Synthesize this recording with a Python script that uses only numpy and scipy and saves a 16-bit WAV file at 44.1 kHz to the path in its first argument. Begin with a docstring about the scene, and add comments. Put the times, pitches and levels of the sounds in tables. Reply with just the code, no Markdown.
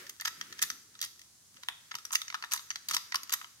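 """Steel disc padlock in the hands.

Thumbs turn the small metal dials of a disc padlock, close to the microphone in a quiet room.
Clicks, scrapes and loose ticks are noise bursts and grains filtered by the hand-damped case; pings are
decaying sines, and the lock clacks once. Fingers slide, rub and bump: shaped noise. Hiss lies below.
The room answers the clicks, scrapes, ticks and clack with one bench reflection and a noise tail."""
import sys
import numpy as np
from scipy import signal
from scipy.fft import rfft, irfft
from scipy.io import wavfile

SR = 44100
rng = np.random.default_rng(int(sys.argv[2]) if len(sys.argv) > 2 else 0)


def pcm_store(signal):
    """Save signal as 16-bit PCM."""
    levels = np.round(np.clip(np.atleast_2d(signal), -1, 1) * 32767)
    wavfile.write(sys.argv[1], SR, levels.astype(np.int16).T)


N = 158760
HZ = np.fft.rfftfreq(4096, 1 / SR)
FFT_SIZE = 2 * (len(HZ) - 1)
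REGRIP_S = 1.4  # clicks and scrapes use the second grip's case from here on
RISE_S = 0.000768  # onset of clicks, pings and clack

# Detent clicks: t/s, level before trim/dB, knock re level before trim/dB,
# bright edge re level before trim/dB, knock pitch/Hz, tick pitch/Hz
CLICKS = [(0.0662, -46.5, -5, -5, 1850, 4830), (0.094, -38.5, -12, 0, 2000, 6200),
          (0.1984, -40.5, -1.5, -16, 1830, 5830), (0.2098, -35.5, -19, -1.5, 2020, 4470),
          (0.2183, -53, 13, -10, 1900, 3340), (0.2504, -31, -16, -12, 1610, 6060),
          (0.2539, -30, -1, -9, 1790, 4970), (0.2563, -32.5, -34, -3.5, 1690, 5000),
          (0.2758, -31, -4, -27, 1790, 5050), (0.2796, -34.5, -0.5, -3, 1620, 6100),
          (0.4116, -33, -4, -11, 1880, 5900), (0.5253, -41, -4.5, -9, 1830, 6000),
          (0.5914, -39, -1.5, -12, 1770, 6000), (0.6175, -33, -20, 3, 1880, 6200),
          (0.6245, -25, -9, 4, 1140, 6150), (0.6292, -42, -24, 12, 1350, 5900),
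          (0.6356, -31, -4, -11, 1780, 4500), (0.7008, -29.5, -6.5, -8.5, 1430, 6000),
          (0.7145, -53, 0, -10, 1780, 5940), (0.9519, -51, -4, -21, 1310, 3760),
          (0.9902, -45.5, -8, -19, 1770, 6100), (1.0034, -48, -14, -14, 1790, 4920),
          (1.0139, -29.5, -19.5, -2, 1500, 5960), (1.0252, -33, -11.5, -1.5, 2100, 6940),
          (1.0302, -36, -27, -10, 1750, 6000), (1.039, -35, -15, -5, 1170, 6400),
          (1.047, -38.5, -25, -2, 2040, 5260), (1.0594, -44, -13, -7, 2030, 5200),
          (1.193, -50, -10, -6, 2020, 5400), (1.215, -48.5, -25, -6.5, 2020, 5660),
          (1.5684, -53.5, -2.5, -14, 2020, 2760), (1.6328, -43, -4, -10, 1930, 3950),
          (1.9116, -44, -1, -11, 1840, 3600), (1.9153, -41.5, 4, -20, 2030, 3870),
          (1.9414, -51, 9.5, -6, 2020, 3340), (1.9517, -33, -6, -5.5, 1250, 6000),
          (1.9849, -45, -3, -7, 1270, 5300), (2.0512, -35, -11.5, -3.5, 1320, 5800),
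          (2.106, -49, 7, -15, 1110, 5000), (2.118, -49, 0, 10, 1270, 6300),
          (2.1265, -36.5, -7, 6, 1280, 6700), (2.131, -33.5, -7, 3, 1180, 7060),
          (2.1366, -38, -5, 2, 1080, 6750), (2.1495, -34, -6.5, 1.5, 1310, 6500),
          (2.1532, -22, -8, -3.5, 1890, 6400), (2.2164, -33, -8.5, -9, 2200, 3600),
          (2.28, -37, -9.5, -27, 2110, 6200), (2.3007, -41, 3.5, -14, 2050, 4430),
          (2.3244, -48, 5, -20, 1050, 3820), (2.343, -35, 3.5, -11.5, 1290, 4120),
          (2.3502, -42, 9.5, -6.5, 1280, 3600), (2.424, -39, 0.5, -14, 1330, 4530),
          (2.4379, -47, 13.5, -13, 1780, 3560), (2.4443, -44, 2.5, -7, 1830, 4000),
          (2.5185, -31.5, -6, -1, 2250, 4270), (2.5245, -33, -5, 0.5, 1360, 6000),
          (2.5342, -28.5, -8.5, 5, 1290, 6500), (2.5415, -40, 4.5, -3, 980, 6160),
          (2.548, -42, -12, -5, 1200, 6200), (2.561, -39.5, -1.5, 1, 1100, 4400),
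          (2.5748, -37.5, -6.5, -8, 2120, 3750), (2.5934, -44, -2, -16, 1300, 3720),
          (2.7036, -29, -10, -17.5, 1960, 6070), (2.7115, -38, -2, -13, 2050, 4530),
          (2.7571, -33.5, -6, -12, 2010, 4440), (2.886, -30, -16, -1, 2070, 4660),
          (2.91, -33.5, -1, 1.5, 1270, 6300), (2.934, -32, -14, -8, 1270, 4200),
          (2.9396, -36, -6, -4, 1290, 5400), (2.943, -33, -6, -3, 1290, 5600),
          (2.946, -26, -17, -1.5, 1290, 5300), (2.9653, -24, -6, -8.5, 1350, 5050),
          (3.1211, -35.5, 0, -15, 1940, 4400), (3.1437, -31.5, 5.5, -8.5, 1130, 4600),
          (3.1553, -27, -12, -4, 1870, 5400), (3.2318, -40.5, -10.5, -1, 2010, 4730),
          (3.2941, -37.5, -3.5, -7, 1260, 6740), (3.304, -41, -9, -8, 1340, 4600),
          (3.32, -42, 0, -4, 1140, 4700), (3.324, -33, -4.5, 6.5, 1140, 4430),
          (3.335, -34.5, 1, 2.5, 1820, 3920), (3.3372, -33.5, 0.5, 5.5, 1170, 3900),
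          (3.4133, -50.5, 11, -11, 1260, 3040), (3.4437, -46.5, 2.5, -18, 990, 3160)]
# The two microphone ports: f/Hz, likeness/0-1, left lead/rad, left re right/dB
PORTS = [(100, 0.5, 0.093, 30), (790, 0.9, 0.46, -2.5), (1053, 1, 1.08, 0), (1385, 0.99, 1.83, 4.5),
         (1813, 0.97, 1.32, 2), (2090, 0.73, 2.8, -5.5), (2790, 0.47, 3.86, 2.5), (4330, 1, 4.32, -0.5),
         (5340, 0.02, 7.7, -0.5), (6480, 0.45, 7.73, 0), (7380, 0.98, 7.84, -3.5), (8930, 0, 5.4, 3),
         (12800, 0.34, 8.1, -3.5), (14500, 0.92, 1.85, -2)]


def amp(db):
    """Decibels to gain."""
    return 10 ** (np.asarray(db) / 20)


def unit(x):
    """Scales to rms 1."""
    return x / np.sqrt(np.mean(x ** 2) + 1e-20)


def read(table, hz, axis=1):
    """One column of a table, interpolated on a log-frequency axis."""
    table = np.array(table)
    return np.interp(np.log(hz + 1), np.log(table[:, 0]), table[:, axis])


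def level(table):
    """Gain over the whole scene from rows of time and dB."""
    return amp(np.interp(np.arange(N) / SR, *np.transpose(table)))


def add(mix, s, sound):
    """Mixes a stereo sound in at time s."""
    part = mix[:, max(round(s * SR), 0):][:, :sound.shape[1]]
    part += sound[:, :part.shape[1]]


def causal(db):
    """Causal (minimum-phase) frequency response with this gain in dB."""
    log_gain = np.log(amp(db))
    mirrored = np.r_[log_gain, log_gain[-2:0:-1]]
    return np.exp(np.conj(signal.hilbert(mirrored)))[:len(HZ)]


def peak(hz, width):
    """Bell of height 1 around a resonance."""
    return 1 / (1 + (2 * (HZ - hz) / width) ** 2)


def ports(pair, size):
    """Spectra of two unrelated noises, made as alike as the two ports hear them."""
    hz = np.fft.rfftfreq(size, 1 / SR)
    a, b = rfft(pair, size)
    same = np.clip(read(PORTS, hz), 0, 1)
    side = amp(read(PORTS, hz, axis=3) / 2)
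    lag = np.exp(-1j * read(PORTS, hz, axis=2))
    right = (same * a + np.sqrt(1 - same ** 2) * b) * lag
    return np.array([a * side, right / side])


def noise(colour):
    """Steady stereo noise of one colour at rms 1, partly alike at both ports in the bass."""
    hz = np.fft.rfftfreq(N, 1 / SR)
    a, b = rfft(rng.standard_normal((2, N)))
    same = np.clip(0.66 / (1 + (hz / 900) ** 2), 0, 1)
    right = same * a + np.sqrt(1 - same ** 2) * b
    return unit(irfft(np.array([a, right]) * amp(read(colour, hz)), N))


def slides():
    """Fingertip friction: noise in a narrow resonance that glides as the fingertip moves."""
    # start/s, length/s, from/Hz, to/Hz, level before fade window/dB
    slide_rows = [(-.02, 0.076, 309, 390, -62.5), (0, 0.087, 485, 582, -64.5),
                  (0.068, 0.078, 378, 414, -67.5), (0.357, .12, 184, 243, -66),
                  (0.455, .11, 255.7, 378, -64.5), (.61, .22, 169.7, 330, -68.5),
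                  (1.53, 0.061, 168, 222, -68), (1.575, 0.049, 512, 580, -71)]
    width_hz = 49
    pole = np.exp(-np.pi * width_hz / SR)
    out = np.zeros((2, N))
    for s, length_s, from_hz, to_hz, db in slide_rows:
        size = int(length_s * SR)
        complex_noise = [1, 1j] @ rng.standard_normal((2, SR // 4))
        wobble = signal.lfilter([1], [1, -pole], complex_noise)
        wobble = signal.fftconvolve(wobble, np.hanning(200), "same")[-size:]
        cycles = np.cumsum(np.linspace(from_hz, to_hz, size)) / SR
        rub = (wobble * np.exp(2j * np.pi * cycles)).real
        rub = amp(db) * unit(rub) * np.hanning(size)
        # a slide starting before 0 s loses its head
        add(out, s, rub[None, max(-round(s * SR), 0):])
    return out


def skin():
    """Skin rubbing on steel: broad friction noise whose level follows the hands."""
    # f/Hz, relative density/dB
    colour = [(50, -23), (200, -4), (380, -5), (750, -15), (1300, 1.5), (1850, 4.5), (2600, -2), (5500, -4),
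              (8000, -9), (15000, -12)]
    # t/s, level/dB
    rub_level = [(0, -48.5), (.08, -56), (.16, -68.5), (.3, -57.5), (.42, -54.5), (.55, -56.5), (.7, -56.5),
                 (.88, -71.5), (1.0, -67), (1.25, -82), (1.48, -83), (1.59, -67.5), (1.8, -64),
                 (2.3, -65.5), (2.8, -62), (3.3, -60), (3.6, -69)]
    return noise(colour) * level(rub_level)


def palms():
    """Palms shifting on the case: dull low noise of slowly changing level."""
    # f/Hz, relative density/dB
    colour = [(40, -13), (200, 1.5), (420, -3), (2000, -52)]
    # t/s, level/dB
    palm_level = [(.3, -79), (.42, -69), (.75, -72), (1.4, -85), (1.57, -78), (1.7, -95)]
    return noise(colour) * level(palm_level)


def air():
    """Still air and microphone hiss: steady coloured noise."""
    # f/Hz, relative density/dB
    colour = [(15, -59), (25, -28), (97, -2), (301, -13.5), (516, -19.5), (659, -17.5), (988, -13.5),
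              (2690, -16.5), (2910, -14), (6380, -5.5), (11000, -12), (16000, -22)]
    level_db = -61
    return amp(level_db) * noise(colour)


def case_response(second_grip):
    """Case in one grip: broad colour plus hand-damped modes, randomly retuned by the dial's position."""
    # broad colour: f/Hz, gain/dB
    colour = [(60, -43), (200, -37), (550, -30.5), (720, -18), (950, -5), (2400, -2), (4000, 2),
              (6700, -1.5), (7700, -7.5), (11000, -12), (15500, -10.5), (16300, -21)]
    # modes before detuning: f/Hz, width/Hz, lift in first grip/dB, lift in second grip/dB
    modes = [(1050, 800, -1, 2.5), (1314, 250, 10.5, 7.5), (1786, 166, 10.5, 3.5), (2000, 190, 8, 2.5),
             (2980, 160, -5.5, 4), (3230, 350, 5.5, 1), (3780, 21, 4, 7.5), (4810, 250, 4, 6),
             (5850, 800, 3, 7.5), (6480, 360, 3, 3), (8800, 220, -2, 3), (9380, 270, 8.5, 6.5),
             (10700, 300, 0, 4), (11550, 240, 9, 9), (12450, 560, 10, 8), (14000, 450, -3, -6)]
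    detune = .012  # standard deviation, share of pitch
    shifts = 1 + detune * rng.standard_normal(len(modes))
    gain_db = read(colour, HZ)
    for shift, (hz, width, first_db, second_db) in zip(shifts, modes):
        lift_db = second_db if second_grip else first_db
        gain_db = gain_db + lift_db * peak(hz * shift, width)
    return causal(gain_db)


def band_split():
    """Causal filters splitting a click's power into knock, middle and bright edge."""
    knock_edge_hz, bright_edge_hz = 2400, 7500
    low = 1 / (1 + (HZ / knock_edge_hz) ** 12)
    high = 1 - 1 / (1 + (HZ / bright_edge_hz) ** 10)
    shares = (low, (1 - low) * (1 - high), high)
    return [causal(10 * np.log10(share + 1e-8)) for share in shares]


def click(case, bands, level_db, knock_db, edge_db, knock_hz, tick_hz):
    """A detent snaps home and chatters for a few milliseconds, favouring two modes of the case."""
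    level_trim_db, knock_trim_db, edge_trim_db = -0.5, -0.28, -0.1
    lift_db, knock_width_hz, tick_width_hz = 8.5, 270, 560
    knock_s, rattle_s, fall_shape, snap = 0.0028, 0.0037, 1.13, 1.66
    t = np.arange(FFT_SIZE // 4) / SR
    chatter = rng.standard_normal((2, len(t)))
    chatter[:, round(RISE_S * SR)] += snap * rng.choice([-1, 1], 2)
    favoured = peak(knock_hz, knock_width_hz) + peak(tick_hz, tick_width_hz)
    body = case * causal(lift_db * favoured)
    levels_db = (knock_db + knock_trim_db, 0, edge_db + edge_trim_db)
    out = 0
    for band, db, decay_s in zip(bands, levels_db, (knock_s, rattle_s, rattle_s)):
        burst = chatter * np.minimum(t / RISE_S, 1) * np.exp(-(t / decay_s) ** fall_shape)
        # 20 samples of lead-in leave room for inter-port phase
        part = irfft(ports(np.roll(burst, 20, 1), FFT_SIZE) * body * band)
        # level is rms as if the energy filled 220 samples (5 ms)
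        out = out + amp(db) * unit(part) * np.sqrt(220 / FFT_SIZE)
    return amp(level_db + level_trim_db) * out


def clicks():
    """Detent clicks, each through a freshly retuned case in the grip of the moment."""
    out, bands = np.zeros((2, N)), band_split()
    for s, *settings in CLICKS:
        case = case_response(s > REGRIP_S)
        add(out, s - 20 / SR, click(case, bands, *settings))  # minus the lead-in
    return out


def grains(case, size, grains_per_s):
    """Tiny random catches of metal on metal, sounding through the case, at rms 1."""
    spread_db = 2
    train = rng.random(size) < grains_per_s / SR
    strength = amp(spread_db * np.minimum(rng.exponential(1, size), 4))
    hits = train * strength * rng.standard_normal((2, size))
    pair = irfft(ports(hits, 2 * size))[:, :size]
    return unit(signal.fftconvolve(pair, irfft(case)[None], axes=1)[:, :size])


def loose_ticks(case):
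    """Loose dials tick slightly under the thumb: sparse grains, gated to the time around clicks."""
    ticks_per_s, level_db, reach_s = 70, -66, 0.044
    t = np.arange(N) / SR
    near = sum(np.exp(-((t - row[0]) / reach_s) ** 2) for row in CLICKS)
    return amp(level_db) * np.minimum(near, 1) * grains(case, N, ticks_per_s)


def pings():
    """A dial or its spring rings briefly: one decaying mode, phase-lagged at the right port."""
    # t/s, f/Hz, level/dB
    ping_rows = [(.0951, 12450, -39), (.2565, 11750, -39), (0.2779, 1660, -31.5), (.4132, 5080, -40),
                 (.619, 1980, -32), (1.049, 9200, -35.5), (1.953, 4920, -35.5), (2.1545, 4910, -21),
                 (2.1548, 3830, -27), (2.155, 2730, -16.5), (2.344, 1710, -28), (2.5355, 12500, -27),
                 (2.7046, 2040, -40), (2.9108, 1270, -28.5), (2.9665, 4890, -33), (3.1225, 2100, -31),
                 (3.1445, 9200, -34), (3.1566, 4650, -23.5), (3.1568, 5180, -21), (3.2335, 11400, -38.5),
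                 (3.3365, 12570, -17)]
    decay_s = 0.0039
    out, t = np.zeros((2, N)), np.arange(SR // 10) / SR
    envelope = np.minimum(t / RISE_S, 1) * np.exp(-t / decay_s)
    for s, hz, db in ping_rows:
        lag = np.array([[0], [read(PORTS, hz, axis=2)]])
        phase = 2 * np.pi * (hz * t + rng.random()) - lag
        add(out, s, amp(db) * envelope * np.sin(phase))
    return out


def scrapes(cases):
    """A dial scrapes up to its next notch: dense fine catches through the case."""
    # start/s, length/s, level before fades/dB
    scrape_rows = [(0.243, 0.02, -40), (.269, 0.015, -33), (0.581, 0.016, -45.5), (.614, 0.023, -32),
                   (1.019, 0.041, -45.5), (2.13, 0.02, -38), (2.508, 0.022, -41), (2.542, 0.024, -39.5),
                   (2.888, .06, -38.5), (2.937, 0.015, -32.5), (3.32, 0.03, -35)]
    grains_per_s = 1800
    out = np.zeros((2, N))
    for s, length_s, db in scrape_rows:
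        scrape = grains(cases[int(s > REGRIP_S)], len(HZ), grains_per_s)
        scrape = scrape[:, :int(length_s * SR)]
        add(out, s, amp(db) * scrape * signal.windows.tukey(scrape.shape[1]))
    return out


def dials():
    """Clicks, scrapes and loose ticking; scrapes use one case per grip, ticks the second grip's throughout."""
    cases = [case_response(False), case_response(True)]
    return clicks() + loose_ticks(cases[1]) + scrapes(cases)


def bumps():
    """Hands bump the case softly: low noise under a short swell and decay."""
    # onset/s, envelope peak/dB
    bump_rows = [(0.266, -68.5), (.5, -67), (0.624, -60.5), (1.023, -64), (1.549, -76), (1.942, -61.5),
                 (2.903, -61.5), (2.939, -57), (3.226, -66)]
    peak_s, corner_hz = 0.0093, 235
    t, push = np.arange(N) / SR, 0
    for s, db in bump_rows:
        age = np.maximum(t - s, 0) / peak_s
        push = push + amp(db) * age * np.exp(1 - age)
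    # f/Hz, relative density/dB
    return push * noise([(30, -20), (110, 0), (corner_hz, -1), (600, -15), (3000, -50)])


def clack():
    """One hard, broad knock of the whole shifting lock: a snap and a short rattle."""
    # f/Hz, gain/dB
    colour_rows = [(300, -39), (580, -30.5), (850, -6.5), (1800, 4), (2800, -1.5), (3600, 2.5),
                   (4300, -7.5), (8400, -21), (9200, -10), (10500, -27), (13000, -11.5), (14500, -23)]
    start_s, level_db, decay_s, snap = 1.6855, -23, 0.0033, 6
    out, t = np.zeros((2, N)), np.arange(FFT_SIZE) / SR
    envelope = np.minimum(t / RISE_S, 1) * np.exp(-t / decay_s)
    burst = rng.standard_normal((2, FFT_SIZE)) * envelope
    burst[:, round(RISE_S * SR)] += snap
    colour = causal(read(colour_rows, HZ))
    colour = colour / np.sqrt(np.mean(abs(colour) ** 2))
    knock = irfft(ports(burst, FFT_SIZE) * colour)[:, :FFT_SIZE // 2]
    add(out, start_s, amp(level_db) * knock)
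    return out


def room(x):
    """One near reflection off the bench, then a noise tail that dies at its own speed in each band."""
    # f/Hz, t60/s, relative level/dB
    room_rows = [(202, 0.39, 3.5), (1250, 0.42, -12), (2290, 0.37, -14.5), (3430, 0.45, -11),
                 (5460, 0.7, -13.5), (8800, 0.34, -11.5), (12600, 0.51, -11.5), (15000, 0.31, -12.5)]
    bench_s, bench_db, onset_s = .0125, -17, 0.0023
    hz, t, z = signal.stft(rng.standard_normal((2, SR // 2)), SR, nperseg=256)
    fade = amp(-60 * t / read(room_rows, hz)[:, None])
    fade *= np.minimum(t / onset_s, 1)
    # equal energy in every band, then the band levels
    energy = (fade ** 2).sum(1, keepdims=True) * t[1] * SR
    fade *= amp(read(room_rows, hz, axis=2))[:, None] / np.sqrt(energy)
    tail = signal.istft(z * fade, SR, nperseg=256)[1]
    tail[:, round(bench_s * SR)] += amp(bench_db)
    return signal.fftconvolve(x, tail, axes=1)[:, :N]


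def scene():
    """The lock in the hands, in its room."""
    clack_room_db = 1.5  # extra clack share into the room
    lock, knock = dials(), clack()
    near = slides() + skin() + palms() + lock + pings() + bumps() + knock
    return near + room(lock + amp(clack_room_db) * knock) + air()


def record(dry):
    """Band limit: a linear-phase low-pass."""
    cut_hz = 15950
    low_pass = signal.firwin(255, cut_hz, window=("kaiser", 8), fs=SR)
    return signal.oaconvolve(dry, low_pass[None], "same")


dry = scene()
out = record(dry)
pcm_store(out)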